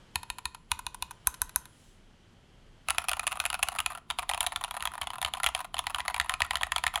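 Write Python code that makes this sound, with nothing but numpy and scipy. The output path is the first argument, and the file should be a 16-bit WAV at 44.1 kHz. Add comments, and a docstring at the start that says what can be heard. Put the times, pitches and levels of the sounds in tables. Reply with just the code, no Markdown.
"""Mechanical keyboard on a padded desk

Three keys are tried three times each, then both hands type in quick runs, close by in a small room.
Each landing and return of a key is an impact that excites damped modes of the case, keycap, stem and
switch housing. Stems rub as they travel, returning caps chatter, the springs ring in sympathy and the
case bobs on its mat. Beneath lie a low rumble, a thin hiss and a brief rustle of sleeves."""
import sys
import numpy as np
from scipy import signal
from scipy.fft import rfft, irfft, next_fast_len
from scipy.io import wavfile

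SR = 44100
rng = np.random.default_rng(int(sys.argv[2]) if len(sys.argv) > 2 else 0)


def int16_out(signal):
    """Quantize to a 16-bit WAV file."""
    q = np.round(np.clip(np.atleast_2d(signal).T, -1, 1) * 32767)
    wavfile.write(sys.argv[1], SR, q.astype(np.int16))


N = 308700
CONTACT_TIME_S = np.arange(SR // 16) / SR


def amp(db):
    """Amplitude ratio of a level in decibels."""
    return 10 ** (np.asarray(db) / 20)


def unit(x):
    """Normalisation to rms 1."""
    return x / np.sqrt(np.mean(x ** 2) + 1e-20)


def burst(x):
    """Normalisation to the energy of five milliseconds at rms 1."""
    return x * np.sqrt(.005 * SR / (np.sum(x ** 2) + 1e-20))


def fade(t, t60):
    """Exponential decay by 60 dB in t60 seconds."""
    return np.exp(-np.log(1000) * t / t60)


def along(points, hz):
    """Interpolation of (frequency_hz, value) points on a logarithmic frequency axis."""
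    frequencies, values = np.transpose(points)
    return np.interp(np.log(hz + 1), np.log(frequencies), values)


def add(track, start_s, sound):
    """Superposition of a sound on a track."""
    start = max(round(start_s * SR), 0)
    piece = sound[:max(N - start, 0)]
    track[start:start + len(piece)] += piece


def filtered(x, response):
    """Zero-phase filtering: the spectrum is multiplied by a function of frequency."""
    size = next_fast_len(N + SR // 2)
    return irfft(rfft(x, size) * response(np.fft.rfftfreq(size, 1 / SR)), size)[:N]


def noise(spectrum):
    """Spectral shaping of white noise, at rms 1."""
    return unit(filtered(rng.standard_normal(N), lambda hz: amp(along(spectrum, hz))))


def highpass(x, hz, order):
    """Causal attenuation below a cutoff."""
    return signal.sosfilt(signal.butter(order, hz, 'high', fs=SR, output='sos'), x)


# Relative spectra of the rumble and the hiss: frequency_hz, density_db
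RUMBLE_SPECTRUM = [(20, -15.5), (32, 8), (50, -12), (80, -9), (125, -8.5), (190, -11.5), (280, -17),
                   (400, -20.5), (700, -40), (1500, -71)]
HISS_SPECTRUM = [(300, 4.5), (700, 3.5), (1000, 0.5), (1500, 0), (2600, -3.5), (3100, 2), (3600, -5.5),
                 (7000, -12.5), (11000, -19), (16000, -42)]
# Slow drift of the hiss: time_s, level_db
HISS_LEVELS = [(0, -60.5), (.6, -68.5), (1.3, -61.5), (1.8, -65), (2.85, -64), (4, -70.5), (7, -71)]


def background(rumble_db=-58):
    """The noise floor is broadband: a steady low rumble and a thin hiss that drifts in level."""
    hiss_db = np.interp(np.arange(N) / SR, *np.transpose(HISS_LEVELS))
    return amp(rumble_db) * noise(RUMBLE_SPECTRUM) + amp(hiss_db) * noise(HISS_SPECTRUM)


# Relative spectrum of rubbing cloth and skin: frequency_hz, density_db
SLEEVE_SPECTRUM = [(500, -22), (3000, 6), (5000, 1.5), (7500, 7), (11000, -1), (15000, -14)]
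# Hand movements over the board: centre_s, half_width_s, level_db
HAND_SWEEPS = [(1.829, 0.14, -67), (2.332, .02, -81)]


def sleeve():
    """Friction noise swells and fades as the hands move to their typing position."""
    t = np.arange(N) / SR
    envelope = sum(amp(db) * np.exp(-((t - s) / half_s) ** 2) for s, half_s, db in HAND_SWEEPS)
    return envelope * noise(SLEEVE_SPECTRUM)


# Reverberation time of the room: frequency_hz, t60_s
ROOM_DECAY = [(500, 0.61), (3000, 0.364), (10000, 0.2), (16000, 0.079)]


def room(keys, near_db=-14, near_t60=0.2, far_db=-18):
    """Reverberation: objects on the desk scatter the clicks; the walls answer softer and longer."""
    hz, t, spectra = signal.stft(rng.standard_normal(SR // 2), SR, nperseg=256)
    far = signal.istft(spectra * fade(t, along(ROOM_DECAY, hz)[:, None]), SR, nperseg=256)[1]
    near = rng.standard_normal(len(far)) * fade(np.arange(len(far)) / SR, near_t60)
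    response = amp(near_db) * near / np.linalg.norm(near) + amp(far_db) * far / np.linalg.norm(far)
    reflections = signal.fftconvolve(keys, np.pad(response, (SR // 350, 0)))[:N]
    colour_db = [(500, -7), (1000, -1.5), (3000, -5.5), (7000, -2.0), (11000, -10.5), (16000, -4.5)]
    return filtered(reflections, lambda f: amp(along(colour_db, f)))


def desk(blows, thud_db, hz, t60=0.15, rise_s=0.0015):
    """A damped mass on a spring: the heavy case bobs on the mat at each (start_s, force_db) blow."""
    t = np.arange(SR // 5) / SR
    rise = (1 - np.exp(-t / rise_s)) ** 2
    track = np.zeros(N)
    for (start_s, force_db), detune in zip(blows, rng.standard_normal(len(blows))):
        bob = -np.sin(2 * np.pi * hz * np.exp(0.12 * detune) * t) * rise * fade(t, t60)
        add(track, start_s, amp(force_db + thud_db) * bob / np.abs(bob).max())
    return track


# Resonances of the steel switch springs: pitch_hz, relative_level_db
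SPRING_MODES = [(2880, -3), (4330, -8), (7400, 2), (9500, -6), (10500, -4.5)]


def springs(keys, spring_db=-23, t60=1.25, width_hz=230, log_reach=0.076):
    """Sympathetic resonance: many slightly unlike springs store click energy near their own pitch."""
    retained = fade(1 / SR, t60) ** 2  # share of the energy left after one sample
    shimmer = np.zeros(N)
    for hz, db in SPRING_MODES:
        drive = filtered(keys, lambda f: np.exp(-(np.log((f + 1) / hz) / log_reach) ** 2))
        energy = signal.lfilter([1 - retained], [1, -retained], drive ** 2)
        cluster = filtered(rng.standard_normal(N), lambda f: 1 / (1 + ((f - hz) / width_hz) ** 2))
        shimmer += amp(db + spring_db) * np.sqrt(energy) * unit(cluster)
    return shimmer


def ring(hz, db, t60, scatter_cycles=1, rise_cycles=0.34, contact_s=.0001):
    """Free vibration: one damped sine per mode, its energy set by db; low modes build up slowly."""
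    # neighbouring modes start in antiphase, give or take the scatter
    phase_cycles = np.arange(len(hz)) / 2 + scatter_cycles * (rng.random(len(hz)) - .5)
    hz, t60 = hz[:, None], t60[:, None]
    swing = np.sin(2 * np.pi * (hz * CONTACT_TIME_S + phase_cycles[:, None]))
    rise = 1 - np.exp(-CONTACT_TIME_S / (contact_s + rise_cycles / hz))
    return amp(db)[:, None] * swing * rise * fade(CONTACT_TIME_S, t60) / np.sqrt(t60)


def parts(hz, db, t60, scatter_cycles=1, edges_hz=(1700, 5000, 8500)):
    """Modal sums in four bands of equal energy, the parts: case, keycap, stem and housing."""
    waves = ring(hz, db, t60, scatter_cycles)
    owner = np.searchsorted(edges_hz, hz)
    return np.array([burst(waves[owner == part].sum(0)) for part in range(4)])


def strike(waves, levels_db):
    """An impact excites all four parts at once, each at its own level."""
    return sum(amp(db) * burst(wave) for wave, db in zip(waves, levels_db))


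# Strength of the keyboard's dense modes: frequency_hz, relative_level_db
BOARD_SPECTRUM = [(560, -26), (720, 8.5), (860, -2), (1000, 4), (1340, 2), (1570, -5.5), (1840, -6.5),
                  (3200, -2), (4200, -6.5), (4900, -14), (5600, -21.5), (7300, -11.5), (8300, -22),
                  (10000, -4.5), (12500, -19), (16000, -23.5)]
# Their damping: frequency_hz, t60_s
BOARD_DECAY = [(700, 0.025), (1400, 0.03), (3000, 0.014), (6000, 0.012), (11000, 0.013)]


def board_parts(count=72, scatter_db=3, low_hz=560, high_hz=16000):
    """Modal excitation depends on the spot struck, so each blow draws a new mix of dense modes."""
    hz = low_hz * (high_hz / low_hz) ** ((np.arange(count) + rng.random(count)) / count)
    levels_db = along(BOARD_SPECTRUM, hz) + scatter_db * rng.standard_normal(count)
    return parts(hz, levels_db, along(BOARD_DECAY, hz))


def stem_friction(blows, slide_db=-22, lead_s=0.0045, travel_db=-11, travel_s=.014):
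    """Sliding friction of the stem in its housing grows until the moment of impact."""
    before_s = CONTACT_TIME_S[::-1]
    swell = np.exp(-before_s / lead_s) + amp(travel_db) * np.exp(-before_s / travel_s)
    effort = np.zeros(N)
    for impact_s, levels_db, *_ in blows:
        add(effort, impact_s - len(swell) / SR, amp(levels_db[0]) * swell)
    return amp(slide_db) * effort * noise(BOARD_SPECTRUM)


def cap_rattle(lifts, bounce_db=-10, spread_db=3.5, gap_s=.0028, count=3, cut_hz=636):
    """Repeated impact: with no finger to hold it, a returning cap bounces against the top stop."""
    balance_db = np.array([-4, -2.5, 4.5, -7])  # the stem is emphasised
    track = np.zeros(N)
    for start_s, levels_db in lifts:
        gaps_s = gap_s * (.5 + rng.random(count))
        sizes_db = spread_db * rng.standard_normal(count)
        waves = board_parts()
        for delay_s, size_db in zip(np.cumsum(gaps_s), sizes_db):
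            add(track, start_s + delay_s, strike(waves, levels_db + bounce_db + size_db + balance_db))
    return highpass(track, hz=cut_hz, order=5)


# Gain of case, keycap, stem and housing in dB per dB of touch. Force is the weight of the blow,
# body how strongly the spot struck moves the case, snap how sharply the housing clicks.
FORCE_SLOPE = np.array([0.58, 1.2, 1.33, 0.85])  # the heavy case varies least
BODY_SLOPE = np.array([1, 0, 0, 0])
SNAP_SLOPE = np.array([0.14, 0.13, 0.67, 0.92])

# Three keys pressed singly, and let go: start_s, key_number, force_db, snap_db
TAP_LANDINGS = [(0.1571, 0, 3.5, 1), (0.3011, 0, -1.5, 0.5), (0.455, 0, 0.5, 0.5), (0.7165, 1, 4.5, 1),
                (0.8661, 1, -3, 0), (1.0241, 1, -2, 2), (1.2717, 2, 5, 0.5), (1.4177, 2, 2.5, -1.5),
                (1.56, 2, 1.5, 2)]
TAP_RELEASES = [(0.2315, 0, 2.5, -.5), (0.3845, 0, 3, 0), (0.547, 0, 0, -1), (0.7913, 1, 1.5, -1.5),
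                (0.9454, 1, -1.5, 1.5), (1.1095, 1, -1.5, -1), (1.342, 2, 2, 1), (1.494, 2, -.5, 0),
                (1.6554, 2, -1, -.5)]
# Base levels on landing and on release, one row per key: case_db, keycap_db, stem_db, housing_db
TAP_LANDING_LEVELS = [(-33, -29.5, -40.5, -34.5), (-30, -29, -38.5, -32.5), (-31.5, -37, -34, -23.5)]
TAP_RELEASE_LEVELS = [(-40.5, -46, -56.5, -46.5), (-37, -47, -51.5, -41), (-49, -50.5, -57, -48.5)]


def tap_contacts(taps, base_db):
    """Excitation of a single key: force scales all parts alike, snap mainly the stem and housing."""
    return [(start_s, key, np.add(base_db[key], force_db) + snap_db * SNAP_SLOPE)
            for start_s, key, force_db, snap_db in taps]


# Modes of the three keys: pitch_hz, relative_level_db, t60_s
FIRST_KEY_MODES = [(938, 2, 0.012), (1010, 1, 0.017), (1390, -11.5, 0.025), (1820, 2.5, 0.029),
                   (2500, 6, 0.025), (3070, 7.5, 0.0046), (3710, -0.5, 0.042), (4180, 9, 0.011),
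                   (6500, -14, 0.012), (7500, -10, 0.0034), (10000, -6, 0.0053), (10430, -8, 0.016),
                   (10960, -8, .006), (13410, -17.5, .004)]
SECOND_KEY_MODES = [(906, 1.5, 0.018), (1010, 3, 0.02), (1390, -7, .02), (1460, -1.5, 0.015),
                    (2500, 5, 0.023), (2870, -0.5, 0.024), (3570, 2, 0.01), (4090, 5, 0.0049),
                    (5850, -5.5, 0.008), (6840, 1.5, 0.0028), (9540, -3.5, 0.013), (10900, -7.5, 0.0086),
                    (13100, -10.5, .004)]
THIRD_KEY_MODES = [(910, -15, .018), (1010, -13, 0.043), (1500, -13, 0.013), (1920, -22, .008),
                   (2530, -19, .016), (3860, -10.5, 0.0064), (4210, -16, 0.0017), (6330, 1, 0.005),
                   (7700, -11, 0.0044), (9000, -4.5, 0.0022), (10500, -9, .007), (11080, -2, 0.0055),
                   (11600, -7, .005), (13100, -13.5, 0.0047), (14940, -21, .003)]


def single_keys(taps, dense_db=-9, knock_db=-26):
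    """Natural frequencies belong to the key and recur at each tap; the board's faint answer varies."""
    keys = [parts(*np.transpose(modes), scatter_cycles=.2)
            for modes in (FIRST_KEY_MODES, SECOND_KEY_MODES, THIRD_KEY_MODES)]
    track = np.zeros(N)
    for start_s, key, levels_db in taps:
        add(track, start_s, strike(keys[key] + amp(dense_db) * board_parts(), levels_db))
    # the small case radiates little below its first modes
    return highpass(track, hz=760, order=5) + amp(knock_db) * highpass(track, hz=378, order=3)


# Keys landing while typing: start_s, force_db, body_db, snap_db, case_hz, keycap_hz
KEYSTROKES = [(2.8858, 1.5, 2, 2, 1264, 2670), (2.8992, -1, -5, -2, 1340, 2630),
              (2.9049, 2, 2.5, 9, 1347, 2930), (2.9829, 5.5, 1.5, 3, 1320, 2476),
              (3.0852, 2, 1, 4.5, 1280, 2590), (3.0929, 0.5, -8, 6, 744, 2520),
              (3.115, -1.5, 3.5, 2.5, 1410, 2880), (3.1326, 1, 0.5, 0, 1340, 2920),
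              (3.195, 1, 0, 3, 1310, 2463), (3.2684, 2, -2, 5.5, 730, 2620),
              (3.2759, 0.5, -1, 7, 1190, 2600), (3.3193, -3, -4.5, -1.5, 1400, 2590),
              (3.3264, -3, 0.5, -2, 1307, 2760), (3.4008, 3.5, -0.5, 2.5, 1500, 2500),
              (3.4532, 2.5, -1.5, 2.5, 704, 2534), (3.4612, -2, -3.5, 7.5, 1410, 2590),
              (3.5016, -1.5, -1, 3.5, 1280, 2850), (3.5291, -3.5, 0.5, 1.5, 1370, 2560),
              (3.5428, -0.5, 1.5, 1.5, 1440, 2590), (3.5502, -7, 2, -1, 1470, 2410),
              (3.6283, 6.5, -0.5, 2, 720, 2580), (3.6322, 1, -2, 8, 760, 2800),
              (3.686, -1, 2.5, 5.5, 1320, 2870), (3.7865, 0.0, -3, 0, 1120, 2700),
              (3.79, 0.5, 1.5, 0, 1250, 2500), (3.8027, 0.5, -1, 3.5, 1180, 2820),
              (3.8612, 4.5, -1, 3, 1370, 2550), (4.102, 1.5, 0, -4.5, 1390, 3650),
              (4.1088, 0, -2.5, -5.5, 965, 3140), (4.1869, 0, 3.5, -3, 1006, 3240),
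              (4.1927, -0.5, 3, -1, 980, 2380), (4.2925, 0, -2, 3, 760, 3740),
              (4.2968, -0.5, 2, 4.5, 780, 1945), (4.313, -2.5, 4.5, -3, 1010, 2430),
              (4.3355, 1, 1.5, -8, 910, 3100), (4.3459, -3.0, 1.5, 2, 725, 2460),
              (4.3764, -5.5, 2.5, 0, 970, 2620), (4.4062, 2, -5.5, 9.5, 870, 3170),
              (4.4097, -1, 1, -1, 975, 3170), (4.4294, -6, -0.5, 6, 970, 2700),
              (4.4647, 1.5, -2.5, 2.5, 700, 3880), (4.469, -1, -0.5, 5, 750, 3130),
              (4.5213, -5, 0.5, -4, 850, 1850), (4.5602, 2.5, -0.5, -3, 1375, 3460),
              (4.6388, -1.5, 0, 1.5, 985, 3670), (4.646, -3.5, 0.5, 0, 994, 2820),
              (4.7097, -4.5, 0.5, 0.5, 1001, 3330), (4.7671, -7.5, 2.5, 3, 716, 1850),
              (4.8057, -5, -4, -8, 1010, 2880), (4.8244, -3.5, -1.5, 2.5, 1300, 1850),
              (4.8541, 0, 3, 3, 987, 3320), (4.8733, 0.5, -0.5, -7, 930, 3280),
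              (5.0141, -5.5, 1, 4, 1110, 3250), (5.0183, 1.5, -5, -12.5, 1070, 3060),
              (5.0711, -2.5, 0.5, -3, 1040, 3360), (5.1033, -5, 1, -6, 979, 3070),
              (5.2157, -3.5, -1, 5, 760, 3720), (5.2273, -1.5, 0, 2.5, 760, 1850),
              (5.2484, 5.0, -1, -5, 1234, 3080), (5.261, -4.5, 0, -8, 990, 3150),
              (5.3372, 1, -2.5, -2, 790, 3500), (5.433, 1, -1.5, 5, 710, 2040),
              (5.442, 2, 3.5, 2.5, 1360, 3380), (5.4631, 7, 2, -0.5, 1330, 3220),
              (5.4695, 5, -7, -11, 790, 3270), (5.4883, -4.5, 3, 2, 1010, 2810),
              (5.5493, 3.5, 0, 0, 740, 3215), (5.7426, -1.5, 1, -3.5, 800, 3030),
              (5.7674, -3.5, -2, -14, 1030, 2700), (5.7822, -4, -7, -4, 760, 3160),
              (5.7911, 2.5, 2.5, 2, 1010, 3510), (5.8684, 2, 1, -3.5, 974, 1960),
              (5.9462, 3, 1, -5.5, 1194, 3040), (6.0035, 1, -6, -9.5, 1010, 1990),
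              (6.0806, 3.5, 1, -3, 1008, 1914), (6.1436, 1.5, 0, -4.5, 980, 2320),
              (6.1635, -3.0, 0, -5, 980, 2360), (6.1994, 8, -1.5, -5.5, 1360, 1810),
              (6.2125, 0, -9, -8, 761, 1940), (6.295, 4, 1.5, -0.5, 1030, 1850),
              (6.3389, 1.5, 0.5, -3, 1260, 2460), (6.4046, 0.5, 6, -4, 970, 3240),
              (6.4191, 9.5, -4, -8.5, 1026, 1950), (6.5082, 4.5, 1.5, -5, 784, 1916),
              (6.5556, 4.5, 0, -4.5, 1390, 3130), (6.57, -3.5, -8, -2, 732, 1890),
              (6.611, -2.5, 4.5, -12, 1010, 3280), (6.6325, 7.0, -2, -6, 1260, 1850),
              (6.7198, 5, 0.5, -2.5, 1020, 1868), (6.7614, 5, 4, -2.5, 1280, 3270),
              (6.7816, 0, -2, -3, 990, 2350), (6.8383, 3.0, 4, -1.5, 1010, 1840),
              (6.8662, 8, -0.5, -4, 1325, 1820), (6.878, -0.5, -4, -11, 1270, 2460),
              (6.9571, 5, 2, -1.5, 814, 3290)]


def landings(base_db=(-31.5, -29.5, -42.5, -35)):
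    """Impact on the bottom stop: each part's amplitude follows a power law in force, body and snap."""
    slopes = np.array([FORCE_SLOPE, BODY_SLOPE, SNAP_SLOPE])
    return [(start_s, base_db + np.dot(touch_db, slopes), case_hz, cap_hz)
            for start_s, *touch_db, case_hz, cap_hz in KEYSTROKES]


def rebounds(base_db=(-44.5, -50, -59.5, -62), after_s=0.01, spread_s=.0015):
    """Secondary impact: a dull knock follows every landing as the case settles."""
    delays_s = after_s + spread_s * rng.standard_normal(len(KEYSTROKES))
    return [(start_s + delay_s, np.add(base_db, force_db / 2), case_hz, cap_hz)
            for (start_s, force_db, *_, case_hz, cap_hz), delay_s in zip(KEYSTROKES, delays_s)]


# Keys springing back while typing: start_s, force_db, chatter_db
KEY_RELEASES = [(2.9472, -3, 2), (2.9966, -8, 9), (3.018, -3.5, 8), (3.0417, -0.5, 2.5), (3.168, 0.5, 5),
                (3.2314, -0.5, 8), (3.2406, -5, -8), (3.312, -2.0, 11), (3.3557, -3.0, 6.5),
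                (3.372, 1.5, -17), (3.4118, -5, 8), (3.4395, 0, 0), (3.592, 2, -3), (3.6707, -6, 2),
                (3.7191, -1.0, 3), (3.728, -9, -8), (3.7509, 1, 2), (3.7607, 1, 1), (3.903, 0, 1),
                (3.9113, -7, 5), (3.9201, -1.5, -8), (3.9315, -7.5, -9), (3.9503, 1.5, 2),
                (3.9748, -3.5, -2), (4.2225, -2.5, 6), (4.2286, 2, -1), (4.4395, 3, 0), (4.5275, -1, -4),
                (4.5683, -11, -1), (4.6108, 0.5, 5), (4.6799, -5, 4), (4.7414, 0, 4), (4.75, -2, -8),
                (4.7725, 2, -11), (4.836, -4.5, -3), (4.9176, -5, -6), (4.9371, -0.5, -1), (4.9536, 0, -11),
                (4.9789, 2.5, -7), (5.0312, 0.5, 6), (5.1338, 1, -1), (5.14, -2.5, -13), (5.1564, -1, -13),
                (5.183, 1.5, -1), (5.2751, -1, 9), (5.2826, -2.5, -8), (5.3485, -0.5, 4), (5.3704, 2.0, 3),
                (5.4006, 5.5, -4), (5.5637, -1.0, -1), (5.5768, -3.0, 2), (5.5914, 2, 0),
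                (5.6043, 3.5, 4.5), (5.6104, -7, -4), (5.6453, 0, 7), (5.84, -4.5, -3), (5.8981, 1, 1),
                (5.9037, 1, 3), (5.9593, 3, -9), (5.9842, 6.0, 1.5), (5.9966, 4.5, -5), (6.0519, -0.5, -12),
                (6.059, -1, -13), (6.0997, 4.5, -2), (6.1079, 0, 0), (6.18, 3.0, -10), (6.245, -0.5, -3),
                (6.26, -2.5, -4), (6.3062, 0, 0), (6.3194, 2, -3), (6.4468, 0, 7), (6.4645, -4, -8),
                (6.5331, 4, -7), (6.543, 0, -4), (6.6194, 1, -5), (6.6679, 0.5, -8), (6.939, 3.5, 2),
                (6.9754, 5.5, 2), (6.9824, -11, -6)]


def releases(base_db=(-37, -44.5, -60, -46), held_s=0.071, snap_kept=0.31, free_cap_hz=(1850, 2620)):
    """Impact on the top stop: the case rings as at an earlier landing, the freed cap at its own note."""
    landed_s = np.array(KEYSTROKES)[:, 0]
    cap_notes_hz = rng.choice(free_cap_hz, len(KEY_RELEASES))
    blows = []
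    for (start_s, force_db, _), cap_hz in zip(KEY_RELEASES, cap_notes_hz):
        landing = max(np.searchsorted(landed_s, start_s - held_s) - 1, 0)
        snap_db, case_hz = KEYSTROKES[landing][3:5]
        levels_db = np.add(base_db, force_db) + snap_kept * snap_db * SNAP_SLOPE
        blows.append((start_s, levels_db, case_hz, cap_hz))
    return blows


def brushes(lifts, after_s=.012, spread_s=.014, share=.25, graze_db=-8.5):
    """Glancing impact: some lifting fingers graze a neighbouring cap."""
    draws = rng.random((len(lifts), 2))
    return [(start_s + after_s + spread_s * late, levels_db + graze_db, *notes_hz)
            for (start_s, levels_db, *notes_hz), (late, chance) in zip(lifts, draws) if chance < share]


def typing(blows, case_db=-2.5, cap_db=-2, housing_db=-3, housing_hz=9810, spread_hz=330):
    """Modal superposition: a leading note in case, keycap and housing stands over the dense modes."""
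    track = np.zeros(N)
    lead_t60 = np.array([.026, .015, .009])
    for start_s, levels_db, case_hz, cap_hz in blows:
        click_hz = housing_hz + spread_hz * rng.standard_normal()  # the switches are nearly alike
        notes_hz = np.array([case_hz, cap_hz, click_hz])
        case, cap, housing = map(burst, ring(notes_hz, np.zeros(3), lead_t60))
        silent_stem = np.zeros_like(cap)
        lead = np.array([amp(case_db) * case, amp(cap_db) * cap, silent_stem, amp(housing_db) * housing])
        dense = board_parts()
        # one blow drives both, so the note swings with its neighbours
        polarity = np.sign(np.sum(dense * lead, axis=1, keepdims=True))
        add(track, start_s, strike(dense + polarity * lead, levels_db))
    return highpass(track, hz=601, order=6)


def scene(resting_hands_db=-13, desk_snap_slope=-0.27):
    """Sound pressures add: keys, springs, desk and room sum at one listening point."""
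    ambience = background() + sleeve()
    # single presses carry more of the arm's weight; a sharp click passes less weight to the desk
    tap_loads = [(s, force_db) for s, _, force_db, _ in TAP_LANDINGS]
    run_loads = [(s, force_db + desk_snap_slope * snap_db) for s, force_db, _, snap_db, *_ in KEYSTROKES]
    thuds = desk(tap_loads, thud_db=-41, hz=61.4, t60=0.14) + desk(run_loads, thud_db=-48.5, hz=63)

    tap_downs = tap_contacts(TAP_LANDINGS, TAP_LANDING_LEVELS)
    tap_ups = tap_contacts(TAP_RELEASES, TAP_RELEASE_LEVELS)
    downs, ups = landings(), releases()
    rub = stem_friction([(s, levels_db) for s, _, levels_db in tap_downs + tap_ups] + downs + ups)
    tap_lifts = [(s, levels_db) for s, _, levels_db in tap_ups]
    run_lifts = [(s, levels_db + chatter_db)
                 for (s, levels_db, *_), (*_, chatter_db) in zip(ups, KEY_RELEASES)]
    chatter = cap_rattle(tap_lifts, bounce_db=-8.5, gap_s=.0022, count=2, cut_hz=1400)
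    chatter += cap_rattle(run_lifts)
    singles = single_keys(tap_downs + tap_ups)
    runs = typing(downs + ups + rebounds() + brushes(ups))
    keys = singles + runs + rub + chatter
    shimmer = springs(singles + amp(resting_hands_db) * runs)  # resting hands quieten the springs
    return (keys + shimmer + room(keys) + thuds + ambience)[None]


def record(dry):
    """Band limiting: an ideal low-pass filter removes the highest treble."""
    top_hz = 16700
    return np.array([filtered(channel, lambda hz: hz < top_hz) for channel in dry])


dry = scene()
out = record(dry)
int16_out(out)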